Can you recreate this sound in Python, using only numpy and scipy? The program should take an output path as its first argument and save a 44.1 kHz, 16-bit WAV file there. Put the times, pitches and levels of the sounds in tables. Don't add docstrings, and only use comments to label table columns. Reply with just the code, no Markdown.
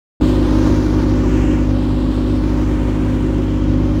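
import sys
import numpy as np
from scipy import signal
from scipy.fft import rfft, irfft
from scipy.io import wavfile
from scipy.ndimage import uniform_filter1d, minimum_filter1d, map_coordinates

SR = 44100
rng = np.random.default_rng(int(sys.argv[2]) if len(sys.argv) > 2 else 0)


def store_pcm(level_fs):
    pcm = np.round(np.clip(level_fs, -1, 1) * 32767).astype(np.int16)
    wavfile.write(sys.argv[1], SR, np.atleast_2d(pcm).T)


N = 176400
T = np.arange(N) / SR
FREQS = np.fft.rfftfreq(N, 1 / SR)

# f/Hz, relative density/dB
HISS_SPECTRUM = [(200, -84), (600, -63.5), (800, -67), (950, -63), (1400, -70), (2000, -73.5),
                 (3200, -76.5), (4800, -84), (6000, -85.5), (7300, -88), (8500, -94.5), (10400, -97),
                 (11800, -105), (13500, -99), (16000, -99)]
# f/Hz, width/Hz, lift/dB
HISS_RESONANCES = [(914, 28, 1), (1133, 82, 2), (1457, 29, 4.5), (1860, 240, 1.5), (2360, 41, 3.5),
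                   (2754, 55, 3), (2940, 21, 3.5), (3173, 37, 4), (4130, 180, 0.5), (5430, 60, -2)]
# t/s, half length/s, f/Hz, width/Hz, lift/dB
HISS_SWELLS = [(0.23, 0.089, 3800, 1000, 1.5), (0.63, 0.24, 6300, 980, 3.5), (1.45, 0.26, 2780, 1200, 6),
               (1.4, .22, 7400, 1300, 3), (3.63, 0.36, 3130, 340, 5.5)]
# t/s, lag/ms, strength/0-1
CLOSE_REFLECTION = [(.25, .25, .45), (.4, .228, .45), (.6, .19, .42), (.8, .183, .48), (1.05, .192, .45),
                    (1.25, .158, .48), (1.47, .135, .5), (1.62, .145, .42), (1.8, .232, .44),
                    (2.0, .242, .47), (2.33, .232, .42), (2.55, .17, .27), (2.78, .11, .22),
                    (3.2, .108, .22), (3.45, .13, .15), (3.68, .18, .27), (4, .185, .27)]
# f/Hz, relative density/dB
HULL_SPECTRUM = [(20, -75), (40, -49.5), (55, -48), (80, -48), (118, -42.5), (140, -52.5), (175, -46.5),
                 (230, -54), (270, -45), (310, -44), (365, -44), (430, -57), (480, -55.5), (530, -55),
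                 (580, -55.5), (660, -73.5), (800, -61.5), (1300, -94), (3000, -130)]
# multiple of its speed, level/dB
DRONE_ORDERS = [(1, -19), (2, -37), (3, -36), (7, -41.5)]
# multiple of the cycle rate, relative level/dB
ENGINE_ORDERS = [(3, -48.5), (4, -31), (5, -37.5), (6, -24), (7, -43.5), (9, -29), (10, -47.5), (11, -35),
                 (12, -39), (13, -35), (14, -35.5), (15, -22), (16, -47), (17, -39.5), (18, -23.5),
                 (19, -31.5), (20, -35.5), (21, -43.5), (22, -35.5), (24, -44), (25, -52.5), (30, -40.5),
                 (32, -40.5), (33, -48), (34, -44.5)]
# t/s, bass/dB, extra hull boom/dB, hiss/dB, extra top treble/dB
MIC_BALANCE = [(.21, 3, 6.5, 2.5, 1), (.27, 1.5, -1.5, 5, 4.5), (.38, 0.6, 4, 3, 0), (.68, 2.5, 1, 5.5, 1),
               (.8, 0, 4, 2.5, 1), (1.15, 0.2, -1, 1.9, -1), (1.44, 1.1, 1.5, 1, 1),
               (1.66, -1, -2.5, -0.5, -1), (2.2, -2, 2, -0.5, 0.5), (2.7, -.7, -1.5, 0.5, 0.5),
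               (2.98, -1, -2, -0.5, 0.5), (3.1, -1, -4.5, 0, 1), (3.25, -1.5, 1.5, -1.5, 1.5),
               (3.55, -2, -2, -1.5, -1), (3.77, 1, -5.5, -1.8, -2), (4, -1, -3, -1, 0.5)]

CYCLE_HZ, FIRINGS_PER_CYCLE, DRONE_HZ = 16.945, 3, 53.35
HULL_LAG = .226
BOOM_BAND_HZ, REFLECTION_BAND_HZ = (303, 456), (1520, 10300)


def amp(db):
    return 10 ** (np.asarray(db) / 20)


def curves(table):
    times, *columns = np.transpose(table)
    return [np.interp(T, times, column) for column in columns]


def wobble(hz):
    x = irfft(rfft(rng.standard_normal(N)) * np.exp(-(FREQS / hz) ** 2) * (FREQS > 0), N)
    return x / x.std()


def noise(spectrum):
    hz, db = np.transpose(spectrum)
    density = amp(np.interp(np.log(FREQS + 1), np.log(hz), db))
    return irfft(rfft(rng.standard_normal(N)) * density, N) * np.sqrt(SR / 2)


def passband(x, hz, kind="band", order=1):
    return signal.sosfiltfilt(signal.butter(order, hz, kind, fs=SR, output="sos"), x)


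def delayed(x, ms):
    return map_coordinates(x, [np.arange(N) - ms * SR / 1000], order=3, mode="nearest")


def hiss(firing, level_db, treble_db):
    x = noise(HISS_SPECTRUM) * (1 + .07 * firing)
    x = x + passband(x, 6000, "high", order=2) * (amp(treble_db) - 1)
    flicker_db = 0.57 * wobble(hz=30)
    return x * amp(level_db - 0.5 + flicker_db)


def resonances(x):
    lift_db = sum(db / (1 + (2 * (FREQS - hz) / width) ** 2) for hz, width, db in HISS_RESONANCES)
    return irfft(rfft(x) * amp(lift_db), N)


def swells(x):
    swollen = x.copy()
    for at, half_length, hz, width, db in HISS_SWELLS:
        lift = amp(db * np.exp(-((T - at) / half_length) ** 2))
        swollen += (lift - 1) * passband(x, (hz - width / 2, hz + width / 2))
    return swollen


def reflections(x, far_surfaces=6):
    far_lags_ms = [rng.uniform(1.482, 9) + 0.16 * wobble(hz=1) for _ in range(far_surfaces)]
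    x = x + 0.075 * sum(delayed(x, ms) for ms in far_lags_ms)
    close_lag_ms, strength = curves(CLOSE_REFLECTION)
    return x + strength * delayed(passband(x, REFLECTION_BAND_HZ), close_lag_ms)


def hull(firing):
    return amp(-3.5) * noise(HULL_SPECTRUM) * (1 + 0.15 * firing)


def shaft(hz, wander=0.00094, jitter=0.0014):
    return np.cumsum(hz * (1 + wander * wobble(hz=0.86) + jitter * wobble(hz=17))) / SR


def hum(turns, orders, drift_db=0.63):
    x = np.zeros(N)
    for order, db in orders:
        peak = np.sqrt(2) * amp(db + drift_db * wobble(hz=1.36))
        x += peak * np.cos(2 * np.pi * (order * turns - HULL_LAG * order ** 2))
    return x


def drone():
    return hum(shaft(DRONE_HZ), DRONE_ORDERS)


def engine(turns, shake=0.095):
    return amp(1) * hum(turns, ENGINE_ORDERS) * (1 + shake * wobble(hz=17))


def scene():
    bass_db, boom_db, hiss_db, treble_db = curves(MIC_BALANCE)
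    turns = shaft(CYCLE_HZ)
    firing = np.cos(2 * np.pi * FIRINGS_PER_CYCLE * turns)
    bass = engine(turns) + drone() + hull(firing)
    bass = bass + passband(bass, BOOM_BAND_HZ, order=2) * (amp(boom_db) - 1)
    machinery = swells(resonances(hiss(firing, hiss_db, treble_db)))
    return (bass * amp(bass_db) + reflections(machinery))[None]


def record(dry, start_s=.2102, knee=0.77, headroom=.02, cutoff_hz=15800):
    rise = lambda at: np.clip((T - at) / 0.00071, 0, 1)
    cut_in = np.maximum(rise(start_s), amp(-19) * rise(start_s - .01))
    fade_out = np.minimum((T[-1] - T) / .004, 1)
    x = dry * cut_in * fade_out
    size = np.maximum(abs(x), knee)
    gain = (knee + headroom * np.tanh((size - knee) / headroom)) / size
    x = x * uniform_filter1d(minimum_filter1d(gain, size=65), size=65)
    low_pass = signal.firwin(511, cutoff_hz, window=("kaiser", 9), fs=SR)
    return signal.oaconvolve(x, low_pass[None], "same")


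dry = scene()
out = record(dry)
store_pcm(out)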